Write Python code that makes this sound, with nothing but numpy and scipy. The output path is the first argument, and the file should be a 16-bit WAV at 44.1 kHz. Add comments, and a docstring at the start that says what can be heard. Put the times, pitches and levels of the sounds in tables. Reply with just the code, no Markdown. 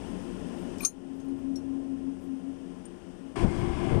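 """A spanner slips and clinks on a large idle engine: blows and a skid set its ringing tones going.
It happens inside a steel enclosure with yard noise (shaped noise), a low rumble and a wavering hum.
Then the place jumps outdoors: louder machinery, hiss, and wind on the microphone. A tick and rustles are added.
Only the left microphone works; the right channel holds its own faint noise.
A limiter turns both channels down after loud peaks."""
import sys
import numpy as np
from scipy import signal
from scipy.fft import rfft, irfft
from scipy.io import wavfile

SR = 44100
rng = np.random.default_rng(int(sys.argv[2]) if len(sys.argv) > 2 else 0)


def put_to_file(sound):
    """Save the sound as 16-bit audio at rate SR, in the file named by the first command-line argument."""
    columns = np.atleast_2d(sound).T  # one column per channel
    safe = np.clip(columns, -1, 1)
    whole_steps = np.round(safe * 32767)
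    wavfile.write(sys.argv[1], SR, whole_steps.astype(np.int16))


N = 176400
TIME = np.arange(N) / SR   # seconds
OUTDOORS_START_S, CROSSFADE_S = 3.356, .003

# Drone of the yard heard inside. Each row: time in seconds, level in dB.
INSIDE_LEVEL = [(0, -37), (.3, -38), (.6, -35.5), (.84, -38.5), (.89, -44.5), (1.3, -42), (1.8, -41.5),
                (2.3, -44), (2.8, -44.5), (3.35, -45)]
# Colour of that drone. Each row: frequency in Hz, relative strength per Hz in dB.
INSIDE_COLOUR = [(12, -52), (20, -4.5), (54, -16.5), (124, -14.5), (259, -2), (280, -3), (312, -6),
                 (348, -10), (393, -8.5), (527, -13.5), (597, -15.5), (800, -20.5), (1040, -55),
                 (1760, -120)]
# Broad tones of the enclosure. Each row: frequency in Hz, filter width in Hz, level over the drone in dB.
INSIDE_TONES = [(89.2, 6.3, -14.5), (181.55, 15.5, -4.5), (351.2, 19.3, -6), (240, 30, -7),
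                (1041.7, 17, -22.5)]
# Upper part of the yard noise inside. Each row: time in seconds, level in dB.
AIR_LEVEL = [(0, -47.5), (.3, -49), (.6, -48.5), (.84, -49), (.89, -56), (1.3, -56.5), (1.8, -56.5),
             (2.3, -57), (2.8, -55.5), (3.35, -56)]
# Colour of that upper part. Each row: frequency in Hz, relative strength per Hz in dB.
AIR_COLOUR = [(470, -25), (800, -0.5), (1030, -5), (1250, -10), (1420, -5.5), (1530, -12), (1750, -8.5),
              (1930, -12), (2300, -14.5), (2700, -11.5), (3020, -10.5), (4070, -24), (5220, -18),
              (7670, -23), (8680, -15.5), (10900, -32.5), (13700, -41.5), (14600, -37), (15600, -44)]
# Low rumble inside. Each row: time in seconds, level in dB.
RUMBLE_LEVEL = [(0, -43), (.5, -50.5), (.84, -55), (.89, -56), (1.3, -55.5), (1.7, -51.5), (2.1, -52.5),
                (2.5, -62), (2.9, -58), (3.35, -58)]
RUMBLE_HZ = (22, 133.5)
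# The hum swells and sinks. Each row: time in seconds, level in dB before it is doubled.
HUM_LEVEL = [(0.8, -50.5), (0.82, -43), (0.91, -62), (0.97, -42.5), (0.99, -51.5), (1.12, -41),
             (1.23, -44.5), (1.3, -33), (1.37, -38.5), (1.4, -48), (1.48, -32.5), (1.54, -35.5),
             (1.63, -42.5), (1.72, -33.5), (1.86, -39), (1.94, -33), (1.99, -42.5), (2.09, -33),
             (2.13, -38.5), (2.21, -50), (2.33, -35), (2.42, -49), (2.45, -39), (2.51, -37.5),
             (2.57, -52.5), (2.65, -43.5), (2.72, -47), (2.74, -55), (2.83, -51), (2.87, -71), (2.9, -74),
             (2.92, -52), (3.01, -68), (3.04, -68), (3.08, -48), (3.11, -49), (3.14, -68), (3.19, -67),
             (3.21, -49), (3.26, -45), (3.31, -52), (3.35, -68)]
HUM_HZ, HUM_WANDER_HZ, HUM_FLUTTER_DB = 270, 1.5, .9   # middle pitch, then typical drift of pitch and level

# Base level of the roar outdoors. Each row: time in seconds, level in dB.
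OUTSIDE_LEVEL = [(3.37, -46.5), (3.386, -46.5), (3.5, -46.5), (3.66, -46), (3.67, -49), (3.928, -48),
                 (3.97, -49.5)]
# Colour of the roar. Each row: frequency in Hz, relative strength per Hz in dB.
OUTSIDE_COLOUR = [(88, -11), (150, -4), (252, -11.5), (285, -4), (345, -2), (417, -16), (465, -31),
                  (672, -10.5), (895, -18.5), (1050, -15), (1260, -24.5), (1740, -20.5), (1890, -31),
                  (2110, -21), (2630, -26.5), (3360, -28), (3900, -43), (5070, -74), (8580, -120)]
OUTSIDE_OVER_DB = 17.5   # whole band of roar over the base level
# Machine tones outdoors. Each row: frequency in Hz, filter width in Hz, level over the base level in dB.
OUTSIDE_TONES = [(347.1, 10.6, 17), (391, 34, 8.5), (268, 24, 7.5), (768.6, 16, 2.5), (1027, 32, 2),
                 (972, 27, -2.5), (1131, 35, -1), (2107, 11, -5.5), (670, 39, 1.5)]
# Hiss outdoors. Each row: time in seconds, level in dB.
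HISS_LEVEL = [(3.36, -48.5), (3.4, -47.5), (3.44, -48.5), (3.52, -46.5), (3.6, -48), (3.7, -51.5),
              (3.82, -52), (3.9, -52.5), (3.96, -52.5)]
# Colour of the hiss. Each row: frequency in Hz, relative strength per Hz in dB.
HISS_COLOUR = [(2500, -33), (3800, -6.5), (5100, -0.5), (6300, -6.5), (7600, -5.5), (8700, -1), (9800, -8),
               (11000, -20.5), (13000, -28), (15600, -45)]
# Wind on the microphone. Each row: time in seconds, level in dB before it is doubled.
WIND_LEVEL = [(3.37, -51), (3.424, -30), (3.448, -21), (3.502, -25.5), (3.544, -28.5), (3.68, -31.5),
              (3.694, -34.5), (3.832, -36.5), (3.9, -33), (3.92, -24.5), (3.956, -24.5), (4.0, -23.5)]
# Colour of the wind. Each row: frequency in Hz, relative strength per Hz in dB.
WIND_COLOUR = [(20, 5), (50, 2), (130, 4.5), (250, -0.5), (500, -10.5), (900, -58)]
WIND_LUMPS_DB = 1.5
# Strong wind brightens: band, its level when the wind table reads GUST_AT_DB, dB gained per dB of wind
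GUST_HZ, GUST_DB, GUST_AT_DB, GUST_SLOPE = (250, 750), -36, -27.5, 1.6
# Single thumps of wind. Each row: start in seconds, starting height in dB, frequency in Hz.
BUFFETS = [(3.448, -10, 150), (3.543, -15, 150), (3.586, -16, 160), (3.629, -15, 140), (3.698, -14, 60),
           (3.74, -17, 70), (3.924, -14, 120), (3.96, -11, 140)]
BUFFET_CYCLES = 4.5   # cycles until a thump has died by 60 dB

# Soft rustles in the treble. Each row: middle in seconds, length in seconds, level in dB.
RUSTLES = [(.08, .06, -71), (0.222, .04, -72), (.61, .08, -66), (1.165, .05, -71), (2.238, .09, -70),
           (2.776, 0.042, -81), (3.59, 0.069, -62)]
RUSTLE_HZ, RUSTLE_FLICKER_DB = (7500, 13000), 2.0
TICK_S, TICK_DB = 2.854, -38.5   # a small dry tick; its rows are added to this level
# Tones of the tick. Each row: frequency in Hz, relative strength in dB, seconds to die by 60 dB.
TICK_TONES = [(5440, -13, 0.014), (6900, -7, .025), (8550, -1, .025), (8860, -2, 0.061), (8950, 1, .03),
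              (9350, -6, .02), (12000, -24, .02)]

# Ringing tones (modes) of the spanner: the frequency of each in Hz.
SPANNER_HZ = [1140, 1320, 2435, 3700, 4180, 4330, 4800, 5150, 5549, 5660, 6210, 6345, 6378, 6540, 6800,
              7800, 8737, 9175, 9400, 9680, 10140, 10565, 10990, 12022, 13088, 13650, 14550, 15110]
# The same modes in order. Each row: seconds to die by 60 dB, then strength in dB when struck at the jaw,
# at the neck, at the shank, and when skidding.
SPANNER_MODES = [(0.048, -29, -11.5, -48, -3), (0.051, -21, -25, -49.5, -14), (0.038, -23, 5, -44, -7),
                 (0.04, -24, -17, -29, -18), (0.12, -18, -35, -12, -7.5), (.06, -20, -35, -28, -14),
                 (.04, -21, -40, -34, -17), (.04, -18, -35, -28, -20), (0.074, -10, -26, 5.5, -16),
                 (.16, -29, -40, -12, -30), (.05, -15, -40, -24, -16), (0.051, -21, -33, -36, -10),
                 (0.1, 5.5, -33, -10, -14), (0.054, -5, -39, -28, -20), (0.11, -15, -41, -28, -21),
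                 (0.067, -33, -38, -12, -25), (0.11, -4.5, -34, -12, -3.5), (0.1, -9.5, -23, -18, -2),
                 (.06, -22, -30, -24, -14), (.07, -23, -32, -27, -18), (0.14, -13.5, -13, -18.5, -19),
                 (.12, -24, -31, -38, -27), (.06, -38, -31, -33, -25), (.1, -19, -16, -34, -19),
                 (0.079, -45, -7, -23, -28), (.05, -42, -30, -44, -40), (.07, -43, -35, -48, -50),
                 (.1, -42, -25, -50, -50)]
PLACES = ["jaw", "neck", "shank", "skid"]
# Blows. Each row: start in seconds, strength in dB, place struck, level of its crack in dB.
BLOWS = [(.783, -62, "shank", -45), (0.7972, -50, "shank", -52), (0.8056, -30.5, "neck", -48),
         (0.83, -43, "neck", -48), (.838, -38, "skid", -50), (0.8489, -15, "jaw", -23.5),
         (.852, -34, "neck", -51), (1.2, -60.5, "jaw", -58), (1.245, -62, "neck", -73),
         (1.282, -58, "skid", -68), (1.385, -62, "neck", -72), (1.557, -40.5, "shank", -50)]
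# The jaw skids before the loud blow: start and end, strength at each, average clicks per second
SLIP_S, SLIP_DB, SLIP_PER_S = (.811, .848), (-48, -44), 1300
CRACK_HZ, CRACK_T60_S = (3780, 9050), 0.048
SWELL_T60_S = 0.01   # a ring swells briefly as the near walls answer
WALLS_DB, WALLS_T60_S, WALLS_START_S = -11, .1, .003   # steel walls scatter the spanner's sound

# Colour of the right channel's noise. Each row: frequency in Hz, relative strength per Hz in dB.
RIGHT_COLOUR = [(20, -0.5), (60, -4), (200, -12), (700, -21.5), (2000, -30), (3000, -29), (4000, -40),
                (5300, -32.5), (7500, -42), (15000, -35)]
RIGHT_DB = -75

SENSE_HZ = 90   # the limiter hears little below this
LIMIT_DB, LIMIT_SHARE = -15.5, 0.58   # threshold, and share of the excess that is taken off
RELEASE_DB_PER_S, ATTACK_S = 31.5, 0.0054   # fall of the held peak level, and smoothing of the ducking
PEAK_TOP = .5   # after the limiter, peaks are rounded toward this height
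CUTOFF_HZ = 15800   # the top is 60 dB down from here up


def from_db(db):
    """Turn decibels into a plain multiplier."""
    return 10 ** (np.asarray(db) / 20)


def rms_one(x):
    """Scale a signal to an average strength (rms) of 1."""
    return x / np.sqrt(np.mean(x ** 2) + 1e-20)


def in_time(rows):
    """Draw straight lines in dB between the rows of a level table."""
    seconds, db = np.transpose(rows)
    return np.interp(TIME, seconds, db)


def decay_per_sample(t60):
    """Multiplier per sample for a sound that dies by 60 dB in t60 seconds."""
    return from_db(-60 / (t60 * SR))


def drift(rate_hz):
    """Slow random wandering with spread 1: noise smoothed twice, made at every 40th sample."""
    r = np.exp(-2 * np.pi * rate_hz * 40 / SR)
    noise = rng.standard_normal(N // 40 + 2002)
    slow = signal.lfilter([1], [1, -2 * r, r * r], noise)[2000:]   # skip the settling
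    return np.interp(np.arange(N) / 40, np.arange(len(slow)), rms_one(slow))


def coloured(spectrum):
    """Noise shaped by a colour table, rms 1; it falls away steeply beyond both ends."""
    hz, db = np.transpose(spectrum)
    grid = np.maximum(np.fft.rfftfreq(N, 1 / SR), 1)
    shape = from_db(np.interp(np.log(grid), np.log(hz), db))
    shape = shape * np.minimum(grid / hz[0], 1) ** 4 * np.minimum(hz[-1] / grid, 1) ** 8
    return rms_one(irfft(rfft(rng.standard_normal(N)) * shape, N))


def tones(rows):
    """Noise passed twice through each narrow resonance."""
    out = 0
    for hz, width_hz, db in rows:
        b, a = signal.iirpeak(hz, hz / width_hz, SR)
        once = signal.lfilter(b, a, rng.standard_normal(N))
        out = out + from_db(db) * rms_one(signal.lfilter(b, a, once))
    return out


def band(edges_hz):
    """Noise kept between two frequencies, rms 1."""
    sos = signal.butter(2, edges_hz, "band", fs=SR, output="sos")
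    return rms_one(signal.sosfilt(sos, rng.standard_normal(N)))


def click(seconds, db):
    """A single-sample knock in silence."""
    out = np.zeros(N)
    out[int(seconds * SR)] = from_db(db)
    return out


def ring(clicks, hz, t60):
    """Each click of height 1 sets off a dying sine that starts at height 1."""
    r, w = decay_per_sample(t60), 2 * np.pi * hz / SR
    return signal.lfilter([0, np.sin(w)], [1, -2 * r * np.cos(w), r * r], clicks + 1e-18)


def swell(clicks, hz, t60):
    """A ring that builds up over a few milliseconds by driving a second, short ring."""
    return 2 * (1 - decay_per_sample(SWELL_T60_S)) * ring(ring(clicks, hz, t60), hz, SWELL_T60_S)


def right_noise():
    """The right channel's own faint, steady noise."""
    return from_db(RIGHT_DB) * coloured(RIGHT_COLOUR)


def hum():
    """One strong sine whose pitch and level waver."""
    phase = 2 * np.pi * np.cumsum(HUM_HZ + HUM_WANDER_HZ * drift(6.9)) / SR
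    level = from_db(in_time(HUM_LEVEL) + HUM_FLUTTER_DB * drift(45))
    return 2 * np.sqrt(2) * level * np.sin(phase)   # root 2 turns rms into sine height


def enclosure():
    """Yard noise through the walls, with broad tones, a rumble and the hum."""
    drone = from_db(in_time(INSIDE_LEVEL)) * (coloured(INSIDE_COLOUR) + tones(INSIDE_TONES))
    air = from_db(in_time(AIR_LEVEL)) * coloured(AIR_COLOUR)
    rumble = from_db(in_time(RUMBLE_LEVEL)) * band(RUMBLE_HZ)
    return drone + air + rumble + hum()


def wind_on_microphone():
    """Lumpy low noise, a brighter band when the wind is strong, and thumps that ring briefly."""
    level_db = in_time(WIND_LEVEL)
    wind = 2 * from_db(level_db + WIND_LUMPS_DB * drift(27)) * coloured(WIND_COLOUR)
    gusts = from_db(GUST_DB + GUST_SLOPE * (level_db - GUST_AT_DB)) * band(GUST_HZ)
    buffets = sum(ring(click(s, db), hz, BUFFET_CYCLES / hz) for s, db, hz in BUFFETS)
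    return wind + gusts + buffets


def yard():
    """Outdoors: the machinery's roar and tones, hiss, and wind."""
    machinery = from_db(OUTSIDE_OVER_DB) * coloured(OUTSIDE_COLOUR) + tones(OUTSIDE_TONES)
    roar = from_db(in_time(OUTSIDE_LEVEL)) * machinery
    hiss = from_db(in_time(HISS_LEVEL)) * coloured(HISS_COLOUR)
    return roar + hiss + wind_on_microphone()


def rustles():
    """Treble noise that swells softly and flickers."""
    level = sum(from_db(db) * np.exp(-(2 * (TIME - s) / length) ** 2) for s, length, db in RUSTLES)
    return level * band(RUSTLE_HZ) * from_db(RUSTLE_FLICKER_DB * drift(60))


def tick():
    """One knock rings a few short, high tones."""
    return sum(swell(click(TICK_S, TICK_DB + db), hz, t60) for hz, db, t60 in TICK_TONES)


def walls(x):
    """The dry sound plus a short dense tail of reflections, made from dying noise."""
    t = np.arange(SR // 4) / SR
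    tail = rng.standard_normal(len(t)) * from_db(-60 * t / WALLS_T60_S) * (t > WALLS_START_S)
    tail = tail / np.sqrt(np.sum(tail ** 2))
    return x + from_db(WALLS_DB) * signal.fftconvolve(x, tail)[:N]


def skid():
    """Clicks of random height at random moments as the jaw slips, growing stronger."""
    sliding = (TIME > SLIP_S[0]) * (TIME < SLIP_S[1])
    hits = (rng.random(N) < SLIP_PER_S / SR) * sliding
    return hits * rng.standard_normal(N) * from_db(np.interp(TIME, SLIP_S, SLIP_DB))


def spanner():
    """Blows at three places and skidding ring the same modes; each blow adds a crack of noise."""
    strikes, cracks = np.zeros((len(PLACES), N)), np.zeros(N)
    for s, db, place, crack_db in BLOWS:
        strikes[PLACES.index(place)] += click(s, db)
        cracks += click(s, crack_db)
    strikes[PLACES.index("skid")] += skid()
    ringing = 0
    for hz, (t60, *place_db) in zip(SPANNER_HZ, SPANNER_MODES):
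        drive = from_db(place_db) @ strikes   # the place decides how strongly this mode is struck
        ringing = ringing + swell(drive, hz, t60)
    crack_level = signal.lfilter([1], [1, -decay_per_sample(CRACK_T60_S)], cracks + 1e-18)
    return ringing + band(CRACK_HZ) * crack_level


def scene():
    """Indoors, then outdoors, on the left; faint noise on the right."""
    outdoors = np.clip((TIME - OUTDOORS_START_S) / CROSSFADE_S, 0, 1)
    indoors = enclosure() + walls(spanner())
    left = (1 - outdoors) * indoors + outdoors * yard() + rustles() + tick()
    return np.array([left, right_noise()])


def record(dry):
    """The limiter follows the left peaks and ducks both channels; then peaks are rounded, the top is cut."""
    sensed = signal.lfilter(*signal.butter(1, SENSE_HZ, "high", fs=SR), dry[0])
    level_db = 20 * np.log10(np.abs(sensed) + 1e-9)
    # hold each peak, then let it fall at a steady rate
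    held_db = np.maximum.accumulate(level_db + RELEASE_DB_PER_S * TIME) - RELEASE_DB_PER_S * TIME
    wanted_db = LIMIT_SHARE * np.maximum(held_db - LIMIT_DB, 0)
    r = np.exp(-1 / (ATTACK_S * SR))
    duck_db = signal.lfilter([1 - r], [1, -r], wanted_db)
    rounded = PEAK_TOP * np.tanh(dry * from_db(-duck_db) / PEAK_TOP)
    top_cut = signal.cheby2(12, 60, CUTOFF_HZ, fs=SR, output="sos")
    return signal.sosfilt(top_cut, rounded)


dry = scene()
out = record(dry)
put_to_file(out)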